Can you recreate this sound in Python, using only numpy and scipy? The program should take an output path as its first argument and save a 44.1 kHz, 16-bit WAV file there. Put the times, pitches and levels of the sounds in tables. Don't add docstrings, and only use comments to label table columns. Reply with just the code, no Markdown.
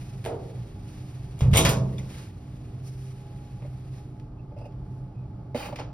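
import sys
import numpy as np
from scipy import signal
from scipy.fft import rfft, irfft, next_fast_len
from scipy.io import wavfile
from scipy.ndimage import map_coordinates

SR = 44100
rng = np.random.default_rng(int(sys.argv[2]) if len(sys.argv) > 2 else 0)


def generate_wav(sig):
    pcm = np.round(np.clip(np.atleast_2d(sig).T, -1, 1) * 32767).astype(np.int16)
    wavfile.write(sys.argv[1], SR, pcm)


N = 261513
TIME = np.arange(N) / SR
HIT = np.arange(SR) / SR

# (f/Hz, level/dB).
DUCT_COLOUR = [(10, -33), (22, -11.5), (38, -5), (62, -0.5), (76, -7), (95, 1), (130, 3.5), (165, -8),
               (188, -4), (215, -15.5), (370, -17.5), (470, -24), (850, -25.5), (960, -34), (1200, -31.5),
               (1800, -46), (5000, -53.5), (15500, -76.5)]
CLOTH_COLOUR = [(300, 4), (1500, 0), (2500, 1.5), (4000, -2), (7000, -6), (10000, -10), (12300, -11),
                (13500, -22.5), (16000, -24.5)]
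HISS_COLOUR = [(1500, -28.5), (3500, -11), (5500, 2.5), (7300, -6), (9500, -3.5), (12000, -7),
               (14000, -19.5)]
PARTITION_COLOUR = [(150, -16.5), (300, -3.5), (430, -0.5), (560, -1), (700, -0.5), (880, -5), (990, -13),
                    (1400, -16.5), (4000, -61.5)]
EDGE_COLOUR = [(300, -25), (900, -2), (1400, -2), (2100, 2), (3600, -3), (5600, -11), (9500, -9),
               (12000, -13), (15500, -27)]
WOOD_COLOUR = [(20, -40), (60, -15.5), (170, 1.5), (330, -5.5), (480, 1), (600, -2), (850, -5.5),
               (1300, -12.5), (2000, -24), (6000, -53.5)]
BOLT_COLOUR = [(300, -36), (1100, -4), (1500, -16), (1900, -14), (2150, 1), (2700, -1), (3200, 2),
               (3850, 0), (4250, -10), (5200, -11), (6000, -2), (7400, -5), (8600, -3), (9600, -9),
               (12300, -8), (13500, -16), (15500, -18)]
PLATE_COLOUR = [(300, -30), (900, -3), (1500, -4), (2300, 2), (3600, -1), (4300, -5), (5100, -2),
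                (6200, -4), (7400, -4), (9700, -11), (11500, -7), (15500, -21)]
TICK_COLOUR = [(200, 1.5), (900, 1.5), (1600, -1.5), (2500, 2.5), (3600, -4.5), (5400, -6.5), (8000, -16.5),
               (15500, -27.5)]
NOZZLE_COLOUR = [(200, 1), (600, 4), (1000, -2.5), (1300, 1), (1800, -3.5), (2200, 0), (3100, -2.5),
                 (3400, -10.5), (3850, -6.5), (4400, -6.5), (5400, -9.5), (8000, -13.5), (15500, -19.5)]

BOARD_NOTES = [(405, -3, .22), (461, 0, 0.245), (646.5, -1, 0.11), (742, -3, .08), (837, -9, .16),
               (888, -10, .12)]
WOOD_NOTES = [(325.3, -4.5, .63), (458, -5.5, .6), (569, -1, 0.35), (651, -2, .7), (996, -11, .38),
              (1109.4, -7.5, 0.61), (1384, -13.5, 0.42)]
BOLT_NOTES = [(2085, 0, .22), (2194, -2, .17), (2326, -3, .2), (2509, -5, .17), (3085, 4, .18),
              (3402, 0, .13), (3690, 0, .12), (4014, -2, .18), (5798, -5, .07), (6087, 0, .2),
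              (8940, 0, .14)]
PLATE_NOTES = [(1195, -3, .4), (1744, 1, .28), (1820, -3, .28), (2310, 0, .18), (2617, -1, .2),
               (3790, -3, .18), (4893, -4, .25), (6330, -2, .15), (6920, 4, .14)]
PANEL_NOTES = [(47, -12, 0.79), (72.6, -3, 0.3), (82.4, 0, .22), (110.7, 7.5, 0.13), (129.2, 0.34, 0.64),
               (151, -4, 0.28), (192, -19, 0.8)]
SHELL_NOTES = [(245, -11.5, 0.13), (383, -16, 0.06), (498, -9, 0.065), (582, -1.5, 0.064),
               (729, -9.5, 0.05), (1200, -28, 0.09), (2140, -18, 0.022), (2470, -30, 0.1)]
LID_NOTES = [(819, -0.5, 0.04)]

# (f/Hz, width/Hz, level/dB).
LID_BANDS = [(473, 210, -2.5), (620, 250, 11), (820, 84, 1), (2650, 260, -6), (5000, 700, -14),
             (8500, 2700, -26)]
HOLLOW_BANDS = [(557, 96, -1.5), (827, 106, 1), (1173, 70, -9), (2440, 89, -5), (2530, 78, -8),
                (2800, 50, -9), (3100, 60, -8), (3640, 70, -17), (3800, 50, -14), (4600, 50, -13)]
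BUTTON_BANDS = [(550, 360, 2), (850, 280, 0)]

# (f/Hz, level/dB)
HUM_TONES = [(59.2, -58.5), (129.2, -43.5), (242.2, -62), (301.5, -59.5), (393.0, -63), (586.8, -83),
             (699.8, -74)]
# (t/s, level/dB, f/Hz)
GRILLE_WHISTLE = [(0, -68, 827), (2.0, -67.5, 848), (2.4, -66, 843), (2.9, -73, 828), (3.17, -64, 832),
                  (3.33, -57.5, 830), (3.48, -62, 828), (3.6, -64, 826), (3.88, -70, 836), (4.01, -60, 825),
                  (4.1, -66, 843), (4.3, -62.5, 860), (5.93, -61.5, 852)]
# (peak t/s, rub level/dB, hiss level/dB, half length/s)
SLEEVE_BRUSHES = [(0.02, -56.5, -64.5, 0.22), (0.52, -60, -87, 0.23), (0.945, -58.5, -69, 0.13),
                  (1.196, -59.5, -73.5, 0.24), (1.94, -58, -70.5, 0.14), (2.17, -47.5, -59, 0.1),
                  (2.876, -59.5, -57, 0.032), (3.037, -64.5, -65, 0.15), (3.969, -63.5, -68.5, 0.064),
                  (4.95, -72.5, -80.5, .14)]
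# (t/s, body level/dB, edge level/dB, board level/dB)
PARTITION_BUMPS = [(0.243, -58, -49.5, -70), (.251, -42, -43, -46), (.2615, -33.5, -42.5, -37),
                   (.294, -41, -72, -35), (.311, -44, -74, -30), (.346, -44, -74, -34)]
# (t/s, wood level/dB, bolt level/dB, plate level/dB, tilt/dB per octave)
DOOR_CONTACTS = [(1.391, -65, -52.5, -70, 1.5), (1.408, -37, -47.5, -45, -3), (1.514, -51, -54, -58, -0.5),
                 (1.533, -40, -41, -38, -4), (1.538, -35, -35, -33, -4), (1.549, -31, -30, -46, -2),
                 (1.558, -30.5, -27, -46, -1.5), (1.571, -27, -20, -44.5, 2), (1.577, -30, -26.5, -44, 1.5),
                 (1.592, -29.5, -42, -60.5, 0.5), (1.612, -36, -47, -70, -3), (1.6505, -30, -42.5, -24, -2),
                 (1.658, -33.5, -43, -29.5, -2), (1.692, -36, -45.5, -31, 6),
                 (1.983, -51, -58.5, -52.5, -1.5)]
# (t/s, level/dB, tilt/dB per octave)
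DOOR_THUDS = [(1.419, -14, -3), (1.481, -13.5, 7), (1.531, -14.5, 3), (1.59, -18.5, -1),
              (1.6463, -19.5, -0.5), (1.771, -23, 7)]
# (t/s, level/dB, f/Hz, rise/s)
HINGE_CHIRPS = [(1.982, -43, 3480, .0015), (1.984, -53, 2400, .003), (1.986, -54, 6190, .006),
                (1.995, -52, 2080, .003)]
# (t/s, shell level/dB, lid level/dB, tick level/dB, scrape on top of tick/dB, tilt/dB per octave)
DISPENSER_TAPS = [(3.622, -44, -50, -45, -2, -6), (3.648, -40.5, -51, -53, 1, -9),
                  (4.199, -72, -73, -48.5, -9.5, 1.5), (4.52, -43.5, -48, -72, -4, 0),
                  (4.565, -44, -57, -66, -5, 1), (4.588, -58, -56, -55, -3, 4),
                  (4.612, -42.5, -50, -71.5, -2.5, 4), (4.657, -37.5, -44, -55, -4, 5.5),
                  (4.723, -67, -62, -58.5, -3, 0.5), (5.547, -16, -34, -38.5, 3, -1.5),
                  (5.686, -31.5, -32, -55.5, 6, -2), (5.726, -30.5, -32, -51.5, 7, -1),
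                  (5.759, -48, -52, -38, 2.5, 1.5), (5.787, -34, -34, -41, 5.5, -1.5),
                  (5.795, -31.5, -28, -37, 3.5, -1)]
# (t/s, length/s, drag level/dB, squeak level/dB, squeak f/Hz)
FINGER_RUBS = [(4.392, .003, -64, -67, 2620), (4.579, 0.045, -51.5, -68.5, 2637),
               (4.651, 0.013, -55, -67, 2670), (5.151, 0.097, -69.5, -77, 2520)]
# (t/s, hold/s, level/dB)
BUTTON_RATTLES = [(5.688, .048, -46), (5.792, .018, -42)]

# (f/Hz, fade/s)
TILE_ECHO = [(60, 1.3), (130, 1.6), (300, 1.3), (600, 0.72), (1000, 0.55), (2000, 0.26), (6000, .3),
             (15000, 0.13)]
# (f/Hz, likeness from 0 to 1)
SIDE_LIKENESS = [(100, 1), (250, 1), (550, 0.58), (1500, 0.51), (2800, 0.94), (5000, 0.54), (7200, 1),
                 (10000, 0.96), (15000, 0.59)]
# (f/Hz, phase/radians)
LEFT_LEAD = [(1900, 0), (2900, 1.7), (4200, 1.5), (5300, -1.64), (6400, 4), (7000, 2.5), (7800, 3),
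             (8400, 4.5), (9700, 7.5), (11200, 5.5), (12800, 11), (14300, 2.5), (15600, 0.5)]
# (f/Hz, level/dB)
LEFT_BALANCE = [(40, 1), (130, -1.3), (500, -3.5), (1200, 0.5), (3000, -.5), (8000, -0.1)]


def amp(db):
    return 10 ** (np.asarray(db) / 20)


def unit(x):
    return x / np.sqrt(np.mean(x ** 2) + 1e-20)


def along(points, hz):
    f, v = np.transpose(points)
    return np.interp(np.log(hz + 1), np.log(f), v)


def swell(s, hold, rise_s, fall_db_per_s):
    rise = np.clip(1 + (TIME - s) / rise_s, 0, 1)
    return rise * amp(-fall_db_per_s * np.maximum(TIME - s - hold, 0))


def hump(peak_s, half_s):
    return np.exp(-((TIME - peak_s) / half_s) ** 2)


def fade_in(rise_s):
    return 1 - np.exp(-HIT / rise_s)


def wobble(rate):
    return map_coordinates(rng.standard_normal(int(N * rate / SR) + 4), [TIME * rate])


def wavering(hz, rate, steady):
    phase = 2 * np.pi * np.cumsum(hz * np.ones(N)) / SR
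    shake = steady + wobble(rate) + 1j * wobble(rate)
    return unit(np.real(shake * np.exp(1j * phase)))


def filtered(x, response):
    size = next_fast_len(x.shape[-1] + 8192)
    hz = np.fft.rfftfreq(size, 1 / SR)
    return irfft(rfft(x, size) * response(hz), size)[..., :x.shape[-1]]


def diffuse(size):
    def shares(hz):
        alike = np.clip(along(SIDE_LIKENESS, hz), 0, 1)
        return np.sqrt([(1 + alike) / 2, (1 - alike) / 2])
    mid, side = filtered(rng.standard_normal((2, size)), shares)
    return np.array([mid + side, mid - side])


def rush(colour):
    return unit(filtered(diffuse(N), lambda hz: amp(along(colour, hz))))


def resonant(bands):
    def peaks(f):
        return sum(amp(db) * (1j * f * width / (hz * hz - f * f + 1j * f * width)) ** 2
                   for hz, width, db in bands)
    return unit(filtered(diffuse(N), peaks))


def click(colour, tilt=0, size=2048):
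    hz = np.fft.rfftfreq(size, 1 / SR)
    strength = amp(along(colour, hz) + tilt * np.log2(np.maximum(hz, 1000)))
    cepstrum = irfft(np.log(strength))
    cepstrum[1:size // 2] *= 2
    cepstrum[size // 2 + 1:] = 0
    pulse = irfft(np.exp(rfft(cepstrum)))
    return np.pad(pulse / np.linalg.norm(pulse), (0, SR - size))


def ring(notes, scatter_db):
    return sum(amp(db + scatter_db * rng.standard_normal())
               * np.sin(2 * np.pi * hz * HIT) * np.exp(-np.log(1000) * HIT / fade)
               for hz, db, fade in notes)


def room(x, direct_db, tail_db, build_s):
    hz, t, noise = signal.stft(diffuse(SR), SR, nperseg=256)
    decay = np.exp(-np.log(1000) * t / along(TILE_ECHO, hz)[:, None])
    tail = signal.istft(noise * decay, SR, nperseg=256)[1][:, :SR]
    echoes = amp(tail_db) * tail * fade_in(build_s)
    echoes[:, 0] += amp(direct_db)
    return signal.fftconvolve(x[None], echoes, axes=1)


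def walls(x, echo_db, count=10):
    delay_s = rng.uniform(.001, .014, count)
    sign = rng.choice([-1, 1], count)
    echoes = np.bincount((delay_s * SR).astype(int), amp(echo_db) * sign)
    echoes[0] = 1
    return signal.fftconvolve(x, echoes[None] / np.linalg.norm(echoes), axes=1)[:, :N]


def add(track, s, sound):
    start = round(s * SR)
    track[:, start:start + sound.shape[1]] += sound[:, :N - start]


def fan():
    air = amp(-39.5 + 1.1 * wobble(3.9)) * rush(DUCT_COLOUR)
    hum = sum(amp(db + 3.2 * wobble(2.867)) * np.sqrt(2)
              * np.sin(2 * np.pi * hz * TIME + .6 * wobble(3.6)) for hz, db in HUM_TONES)
    s, db, hz = np.transpose(GRILLE_WHISTLE)
    whistle = amp(np.interp(TIME, s, db)) * wavering(np.interp(TIME, s, hz), rate=45, steady=1.1)
    low_tone = amp(-28) * hump(peak_s=0.618, half_s=0.042) * np.sin(2 * np.pi * 122 * TIME)
    return air + hum + whistle + low_tone


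def sleeve():
    sliding = amp(np.interp(TIME, [3.96, 4.36], [-62.5, -78]))
    s, rub_db, hiss_db, half_s = np.transpose(SLEEVE_BRUSHES)[:, :, None]
    strokes = hump(s, half_s)
    rub = np.linalg.norm([sliding, *(amp(rub_db) * strokes)], axis=0) * rush(CLOTH_COLOUR)
    hiss = np.sum(amp(hiss_db) * strokes, axis=0) * rush(HISS_COLOUR)
    return (rub + hiss) * amp(1.1 * wobble(60) + .6 * wobble(5))


def partition():
    out = np.zeros((2, N))
    for s, body_db, edge_db, board_db in PARTITION_BUMPS:
        body = room(click(PARTITION_COLOUR), direct_db=26.5, tail_db=-0.5, build_s=0.00096)
        edge = room(click(EDGE_COLOUR), direct_db=25.5, tail_db=-1.5, build_s=0.00092)
        notes = ring(BOARD_NOTES, scatter_db=2.5) * fade_in(0.0033)
        board = room(notes, direct_db=-3.5, tail_db=-43, build_s=.005)
        add(out, s, amp(body_db) * body + amp(edge_db) * edge + amp(board_db) * board)
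    return out


def door_knocks():
    out = np.zeros((2, N))
    for s, db, *_ in DOOR_CONTACTS:
        knock = room(click(WOOD_COLOUR), direct_db=27, tail_db=0, build_s=0.0048)
        notes = ring(WOOD_NOTES, scatter_db=2.5) * fade_in(.012)
        add(out, s, amp(db) * (knock[:, :SR] + amp(-7.5) * notes))
    return out


def clack(colour, notes, tilt):
    snap = click(colour, tilt)
    chatter = amp(7.5) * diffuse(SR) * np.exp(-HIT / 0.0034)
    hit = room(snap, direct_db=15.5, tail_db=2.5, build_s=0.0027)
    hit += signal.fftconvolve(snap[None], chatter, axes=1)
    return hit[:, :SR] + amp(-15.5) * ring(notes, scatter_db=2.5)


def latch():
    out = np.zeros((2, N))
    for s, _, bolt_db, plate_db, tilt in DOOR_CONTACTS:
        add(out, s, amp(bolt_db) * clack(BOLT_COLOUR, BOLT_NOTES, tilt))
        add(out, s, amp(plate_db) * clack(PLATE_COLOUR, PLATE_NOTES, tilt))
    return walls(out, echo_db=-20.5)


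def door_boom():
    out = np.zeros((2, N))
    for s, db, tilt in DOOR_THUDS:
        notes = [(hz, level + tilt * np.log2(hz / 100), fade) for hz, level, fade in PANEL_NOTES]
        boom = ring(notes, scatter_db=1.5) * fade_in(0.0068)
        add(out, s, amp(db) * room(boom, direct_db=-0.5, tail_db=-43, build_s=0.086))
    return out


def hinge():
    out = np.zeros((2, N))
    for s, db, hz, rise_s in HINGE_CHIRPS:
        age = HIT / rise_s
        chirp = np.sin(2 * np.pi * hz * HIT) * age ** 2 * np.exp(2 - 2 * age)
        add(out, s, amp(db) * room(chirp, direct_db=5.5, tail_db=-44, build_s=0.0035))
    return out


def dispenser():
    out = np.zeros((2, N))
    for s, shell_db, lid_db, tick_db, scrape_db, tilt in DISPENSER_TAPS:
        shell = amp(shell_db) * ring(SHELL_NOTES, scatter_db=3)
        lid = amp(lid_db) * ring(LID_NOTES, scatter_db=1)
        clunk = (shell + lid) * fade_in(0.0025)
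        add(out, s, room(clunk, direct_db=4.5, tail_db=-45, build_s=0.0047))
        grit = diffuse(SR) * np.exp(-HIT / 0.006) * fade_in(0.0013)
        tick = click(TICK_COLOUR, tilt)
        scrape = amp(scrape_db) * signal.fftconvolve(tick[None], grit, axes=1)
        tap = room(tick, direct_db=14, tail_db=scrape_db - 10, build_s=0.0025)
        add(out, s, amp(tick_db) * (tap + scrape))
    return out


def fingers():
    drag, slide = np.zeros((2, N))
    for s, length, drag_db, squeak_db, _ in FINGER_RUBS:
        drag += amp(drag_db) * swell(s, length, rise_s=.015, fall_db_per_s=351)
        slide += amp(squeak_db) * swell(s, length, rise_s=.015, fall_db_per_s=380)
    s, *_, hz = np.transpose(FINGER_RUBS)
    squeak = wavering(np.interp(TIME, s, hz), rate=320, steady=0.8) * amp(2.5 * wobble(110))
    return drag * amp(1.8 * wobble(90)) * resonant(LID_BANDS) + slide * squeak


def spray():
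    pressure = swell(5.553, hold=0.11, rise_s=0.0036, fall_db_per_s=225)
    flow = amp(-41.5) * (rush(NOZZLE_COLOUR) + resonant(HOLLOW_BANDS))
    spurts = amp(1.7 * wobble(250))
    jet = amp(-54) * hump(peak_s=5.622, half_s=.037) * wavering(hz=4762, rate=110, steady=2.6)
    return pressure * spurts * flow + jet


def button():
    travel = sum(amp(db) * swell(s, hold, rise_s=.008, fall_db_per_s=450)
                 for s, hold, db in BUTTON_RATTLES)
    return travel * amp(3.5 * wobble(160)) * resonant(BUTTON_BANDS)


def scene():
    return (fan() + sleeve() + partition() + door_knocks() + latch() + door_boom() + hinge()
            + dispenser() + fingers() + spray() + button())


def record(dry):
    def response(hz):
        left = np.exp(.5j * along(LEFT_LEAD, hz)) * amp(along(LEFT_BALANCE, hz) / 2)
        return np.array([left, 1 / left]) * (hz < 15850)
    return filtered(dry, response)


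dry = scene()
out = record(dry)
generate_wav(out)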